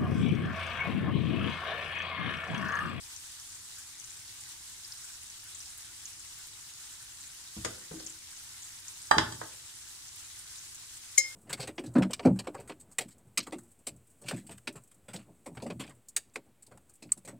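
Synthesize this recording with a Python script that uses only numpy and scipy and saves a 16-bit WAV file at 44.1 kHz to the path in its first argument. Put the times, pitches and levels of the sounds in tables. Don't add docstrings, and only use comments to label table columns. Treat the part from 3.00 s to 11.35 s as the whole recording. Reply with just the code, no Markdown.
import sys
import numpy as np
from scipy import signal
from scipy.fft import rfft, irfft, next_fast_len
from scipy.io import wavfile
from scipy.ndimage import uniform_filter1d

SR = 44100
rng = np.random.default_rng(int(sys.argv[2]) if len(sys.argv) > 2 else 0)


def invert_db(x):
    u = np.asarray(x, float) / 20
    return 10 ** u


def file_out(sig):
    cols = np.atleast_2d(sig).T
    lim = np.clip(cols, -1, 1)
    pcm = np.round(lim * 32767).astype(np.int16)
    wavfile.write(sys.argv[1], SR, pcm)


N = 368235

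# hz, level_db (per Hz)
OIL_COLOUR = [(410, -44), (700, -15), (851, -9.5), (1120, -9.5), (1400, -10.5), (1830, -8.5), (2140, -9.5),
              (2410, -8), (2670, -7), (3290, -5.5), (7670, 0.5), (9090, -1.5), (11900, -12), (15100, -15),
              (15700, -21)]
# hz, likeness (-1 to 1)
LIKENESS = [(130, 1), (200, 1), (380, 0.18), (600, -0.72), (780, -0.041), (1400, 0.92), (1900, 0.29),
            (2300, -0.72), (3000, 0.046)]


def evened(x):
    return x / np.sqrt(np.mean(x ** 2) + 1e-20)


def read(points, hz):
    f, value = np.transpose(points)
    return np.interp(np.log(hz + 1), np.log(f + 1), value)


def add(mix, start_s, sound):
    part = mix[..., round(start_s * SR):][..., :sound.shape[-1]]
    part += sound[..., :part.shape[-1]]


def panned(sound, db):
    return sound * invert_db(np.array([[db / 2], [-db / 2]]))


def coloured(x, gain_db):
    size = next_fast_len(x.shape[-1])
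    gain = invert_db(gain_db(np.fft.rfftfreq(size, 1 / SR)))
    return irfft(rfft(x, size) * gain, size)[..., :x.shape[-1]]


def leaned(pair, points):
    return coloured(pair, lambda hz: np.outer([.5, -.5], read(points, hz)))


def ring(modes, length_s=.6):
    t = np.arange(round(length_s * SR)) / SR
    x = sum(invert_db(db - 60 * t / t60) * np.sin(2 * np.pi * hz * t) for hz, db, t60 in modes)
    return x / abs(x).max()


def crack(spectrum_db, decay_s):
    t = np.arange(4096) / SR - .005
    x = rng.standard_normal(len(t)) * (t > 0) * np.exp(-t / decay_s)
    lumps_db = 10 * np.log10(uniform_filter1d(abs(rfft(x)) ** 2, size=24))
    x = coloured(x, lambda hz: spectrum_db(hz) - lumps_db)[200:]
    return x * signal.windows.tukey(len(x), .01) / abs(x).max()


def room(x, gap_s=.004):
    # hz, t60_s
    kitchen_t60 = [(100, 0.46), (400, 0.46), (1500, 0.31), (5000, .28), (12000, 0.13)]
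    gap = round(gap_s * SR)
    taps = np.zeros((2, SR // 2))
    at = np.arange(gap, SR // 2 - 16, 16)
    at = at + rng.integers(0, 16, (2, len(at)))
    np.put_along_axis(taps, at, rng.choice([-1., 1.], at.shape), 1)
    hz, t, z = signal.stft(taps, SR, nperseg=512)
    alike = np.clip(read(LIKENESS, hz), 0, 1)[:, None]
    z[1] = alike * z[0] + np.sqrt(1 - alike ** 2) * z[1]
    fade = invert_db(-60 * t / read(kitchen_t60, hz)[:, None])
    tail = signal.istft(z * fade, SR, nperseg=512)[1]
    tail[:, :gap] = 0
    tail = tail / np.linalg.norm(tail[0])
    return signal.fftconvolve(x.mean(0)[None], tail, axes=1)[:, :N]


def spoon(pan_db=7.0, lag_s=.00005):
    # hz, level_db, t60_s
    glass_modes = [(330, -31, .07), (524, -26, .14), (2131, -5, .09), (2132, -13, .4), (2165, -10, .08),
                   (3100, -15, .045), (4043, -16, .09), (5265, -15, .26), (6697, 4, .06), (7655, -1, .07),
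                   (9119, -7, .055), (11150, -9, .055), (12000, -12, .05), (13420, -10, .06)]
    # start_s, tick_db, contact_s
    contacts = [
        (8.1752, -30, .0017),
        (8.1767, -22, .0017),
        (8.1786, -17, .0017),
        (8.1804, -10.5, .0017),
        (8.1815, -13, .0017),
        (8.183, -17, .011),
    ]
    strike_s, strike_db, swell_s = 8.1785, -2, .002
    blow, glass = np.zeros(N), ring(glass_modes, .3)
    swell = 1 - np.exp(-np.arange(len(glass)) / SR / swell_s)
    add(blow, strike_s, invert_db(strike_db) * glass * swell)
    for start_s, tick_db, contact_s in contacts:
        tick = crack(lambda hz: -24.0 * np.log2((hz + 99) / 6900) ** 2, contact_s)
        add(blow, start_s, invert_db(tick_db) * tick)
    left = invert_db(pan_db / 2) * blow
    right = invert_db(-pan_db / 2) * np.roll(blow, round(lag_s * SR))
    return np.array([left, right])


def jar(landings, rings, colour, decay_s, lean):
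    # hz, level_db, t60_s
    board_modes = [(45, -12, .15), (62, -13, 0.11), (85.6, -4.5, 0.22), (111.9, 1, 0.32), (225, 3, 0.13),
                   (249.6, 0, 0.13), (280, 1, 0.12), (320, 2, 0.18), (389, -2, 0.18), (430, 1, 0.11),
                   (497, -1, 0.14)]
    # hz, level_db, t60_s
    jar_modes = [(890, 3, 0.05), (1165, 0, 0.052), (1190, -14, 0.035), (1400, -20, .05), (1567, -6, 0.04),
                 (1770, -5, 0.057), (3220, -4, 0.024), (3934, -5, 0.075), (4800, -4, 0.04),
                 (6045, -7.5, 0.037), (7100, -18, .04), (7930, -8.5, 0.059)]
    soft_hz = 2500
    floor_hz = 55
    near, low = np.zeros(N), np.zeros(N)
    for start_s, crack_db, thud_db, hard_hz, thud_hz in landings:
        contact = crack(lambda hz: read(colour, hz) - 10 * np.log10(1 + (hz / hard_hz) ** 6),
                        decay_s * max(soft_hz / hard_hz, 1))
        add(near, start_s, invert_db(crack_db) * contact)
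        board = ring([(hz, db - 10.0 * np.log2(hz / thud_hz) ** 2, t60) for hz, db, t60 in board_modes], .4)
        push = rng.standard_normal(1500) * np.exp(-np.arange(1500) / SR / 0.0076)
        thud = signal.fftconvolve(board, push)
        add(low, start_s, invert_db(thud_db) * thud / abs(thud).max())
    for start_s, ring_db, bright_db in rings:
        struck = [(hz, db + bright_db * np.log2(hz / 3000) + rng.normal(0, 1.7), t60)
                  for hz, db, t60 in jar_modes]
        add(near, start_s, invert_db(ring_db) * ring(struck, .2))
    pair = np.array([np.roll(near, round(.0006 * SR)), near])
    pair = leaned(pair, lean) + low
    return signal.sosfilt(signal.butter(2, floor_hz, "high", fs=SR, output="sos"), pair)


def nudged_jar():
    # start_s, crack_peak_db, thud_db, hardness_hz, thud_pitch_hz
    nudges = [
        (4.566, -46, -35, 1500, 215),
        (4.580, -70, -38, 1000, 70),
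        (4.647, -20.5, -46, 12000, 450),
        (4.655, -31.5, -38, 3500, 420),
        (4.911, -40, -35.5, 1500, 400),
        (4.94, -52, -39.5, 1000, 380),
        (5.000, -41, -48, 6000, 420),
    ]
    # hz, level_db (per Hz)
    nudge_colour = [(180, -37), (300, -4.5), (515, -2), (669, -6), (1310, -12), (1440, -12), (2970, -15),
                    (7790, -7.5), (15000, -33)]
    # hz, lean_db
    nudge_lean = [(60, 0.0), (180, 2), (550, 5), (1650, 16.5), (4970, 3), (15000, -5)]
    return jar(nudges, [], nudge_colour, .007, nudge_lean)


def knocked_jar():
    # start_s, crack_peak_db, thud_db, hardness_hz, thud_pitch_hz
    knocks = [
        (6.112, -10, -38, 2000, 330),
        (6.140, -60, -45, 1500, 80),
        (6.168, -43, -22.5, 1500, 300),
        (6.182, -7, -31, 6060, 123),
        (6.323, -46, -42, 5000, 92),
        (6.415, -25.5, -42, 1500, 500),
    ]
    # start_s, level_db, brightness_db (per octave)
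    rings = [
        (6.112, -9, 0.0),
        (6.182, -16, 1.0),
        (6.323, -26, 5.0),
    ]
    # hz, level_db (per Hz)
    knock_colour = [(240, -31), (400, -7), (493, -7), (700, -4), (1620, 0), (2300, -9), (3120, -5),
                    (4260, -9), (4730, -4.5), (8960, -14.5), (14000, -45)]
    # hz, lean_db
    knock_lean = [(60, 4), (120, -2), (240, 0.0), (480, -4), (950, -15.5), (1890, 11), (3770, -2.5),
                  (7520, -3), (15000, -13)]
    return jar(knocks, rings, knock_colour, 0.0039, knock_lean)


def hiss(patchy_db=0.94, flicker_db=1.07):
    # hz, level_db (per Hz)
    flame_colour = [(15, -35), (25, -10), (97, 2.5), (124, -5.5), (165, -16.5), (325, -10.5), (522, -19.5),
                    (584, -16), (700, -17.5), (910, -51), (1540, -120)]
    frames, hz = N // 256 + 5, np.fft.rfftfreq(1024, 1 / SR)
    a, b, c, d, patches = rng.standard_normal((frames, 513, 5)).T
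    patches = uniform_filter1d(patches, size=16, axis=0)
    patches = evened(uniform_filter1d(patches, size=5, axis=1))
    flicker = evened(uniform_filter1d(rng.standard_normal(frames), size=8))
    same = np.clip(read(LIKENESS, hz), -1, 1)[:, None]
    left, other = a + 1j * b, c + 1j * d
    z = np.array([left, same * left + np.sqrt(1 - same ** 2) * other])
    oil = invert_db(read(OIL_COLOUR, hz)[:, None] + patchy_db * patches + flicker_db * flicker)
    flame = invert_db(read(flame_colour, hz) + 0.5)[:, None]
    z *= np.hypot(oil, flame)
    return evened(signal.istft(z, nperseg=1024, noverlap=768)[1][:, :N])


def pop(hz, cycles):
    u = np.arange(0, 5 * cycles, hz / SR) / cycles
    x = np.sin(2 * np.pi * cycles * u * (1 + 0.014 * u)) * u * np.exp(-1.6 * u)
    return x / abs(x).max()


def fizz(per_s=1500, spread_db=3.5, count=16):
    out = np.zeros((2, N))
    for hz in np.geomspace(1500, 14000, count):
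        drift = evened(uniform_filter1d(rng.standard_normal(N // 64 + 1), size=10))
        clumps = invert_db(7.0 * drift).repeat(64)[:N]
        burst = rng.random(N) < per_s / count / SR * clumps / clumps.mean()
        strength = invert_db(spread_db * np.minimum(rng.exponential(1, N), 4))
        size = burst * strength * rng.choice([-1, 1], N)
        place = rng.random(N)
        right = np.roll(size * np.sqrt(1 - place), rng.integers(-28, 28))
        sides = np.array([size * np.sqrt(place), right])
        bubbles = signal.oaconvolve(sides, evened(pop(hz, 2.2))[None])[:, :N]
        out += invert_db(read(OIL_COLOUR, hz)) * np.sqrt(hz) * bubbles
    return evened(out)


def droplets():
    # start_s, peak_db
    ticks = [(0.7856, -47), (1.8766, -44), (1.9365, -45), (2.4394, -45), (2.7751, -41), (3.3852, -46),
             (3.47, -43), (4.344, -44), (5.4321, -46), (7.1581, -41), (7.7468, -44), (7.9694, -48)]
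    out = np.zeros((2, N))
    for start_s, peak_db in ticks:
        tick = crack(lambda hz: -14.0 * np.log2((hz + 99) / 9800) ** 2, 0.0047)
        add(out, start_s, panned(invert_db(peak_db + 1.5) * tick, -3.5))
    return out


def spits(count=30):
    # start_s, peak_db, bubble_pitch_hz, left_over_right_db
    loud_spits = [(0.163, -36, 5940, 3), (0.5482, -36.5, 7060, 1.5), (0.7851, -37, 7200, -2),
                  (0.999, -37, 6500, 7), (1.0415, -36, 6380, 4), (1.0989, -35.5, 7350, 2),
                  (1.4072, -35, 7910, -6), (1.846, -38, 5050, 4), (1.921, -34, 4950, 1.5),
                  (2.044, -35, 7600, 4), (2.233, -37, 9200, 0.0), (2.5481, -34.5, 6960, 6),
                  (2.5835, -36, 7900, -5), (2.604, -35, 5630, 1.5), (2.703, -37, 8390, -1),
                  (3.054, -33.5, 6500, -2), (3.195, -36, 6920, 0.5), (4.207, -37.5, 6460, 2),
                  (4.2697, -37, 7700, 1), (4.998, -38.5, 4850, -0.5), (5.064, -29.5, 6300, 0.0),
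                  (5.098, -35, 7250, 1.5), (5.622, -35, 6790, 2), (5.6444, -35, 7300, 0.5),
                  (5.882, -34, 6500, 2), (6.018, -35, 8100, -1), (7.3906, -36, 8600, -0.5),
                  (7.583, -37, 5900, 2), (7.7472, -36.5, 6840, 0.5), (7.9694, -37, 7430, 1.5)]
    sputter_s = .012
    faint_top_db, faint_range_db, faint_low_hz, faint_high_hz = -38, 8.0, 5600, 8700
    rows = list(loud_spits)
    for k, (when, soft, pitch, side) in enumerate(rng.random((count, 4))):
        rows.append(((k + when) / count * N / SR, faint_top_db - faint_range_db * soft,
                     faint_low_hz + (faint_high_hz - faint_low_hz) * pitch, 3.0 * (side - .4)))
    out = np.zeros((2, N))
    for (start_s, db, hz, pan_db), draws in zip(rows, rng.random((len(rows), 10, 4))):
        for k, (late, detune, size, lag) in enumerate(draws):
            late *= k > 0
            level_db = db - .5 - (k > 0) * (5.0 * size + 4.1 * late)
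            bubble = invert_db(level_db) * pop(hz * (1 + 0.24 * (detune - .5)), 3.2)
            left, right = panned(bubble, pan_db)
            pop_s = start_s + sputter_s * late
            add(out[0], pop_s, left)
            add(out[1], pop_s + .0006 * lag, right)
    return out


def frying():
    # start_s, level_db
    boil_levels = [(0.0, -49), (0.21, -51), (1.07, -50), (1.53, -50.5), (2.91, -50), (3.65, -51),
                   (4.86, -50), (5.14, -50.5), (5.88, -50.5), (6.21, -48), (6.42, -51), (7.02, -51),
                   (7.28, -50.5), (8.35, -50.5)]
    # hz, lean_db
    pan_lean = [(550, -0.5), (800, 5), (1200, -1), (1800, -0.5), (2700, 2), (4200, -0.5), (6500, 2.5),
                (8000, 1), (9500, -3.5), (15000, -4.5)]
    start_s, boil_db = np.transpose(boil_levels)
    boil = invert_db(np.interp(np.arange(N) / SR, start_s, boil_db) + 2.0)
    bubbles = invert_db(-7.0) * boil * fizz()
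    spit = spits() + droplets()
    echoes = room(invert_db(-1.5) * bubbles + invert_db(-14.0) * spit)
    return leaned(boil * hiss() + bubbles + spit + echoes, pan_lean)


def scene():
    knocks = nudged_jar() + knocked_jar()
    clink = spoon()
    return frying() + knocks + invert_db(-4.5) * room(knocks) + clink + invert_db(-9.5) * room(clink)


def low_pass(x):
    return signal.sosfilt(signal.butter(12, 15850, fs=SR, output="sos"), x)


def record(dry):
    edge_hz = 15770
    limited = coloured(dry, lambda hz: -90. * (hz > edge_hz))
    return low_pass(limited)


dry = scene()
out = record(dry)
file_out(out)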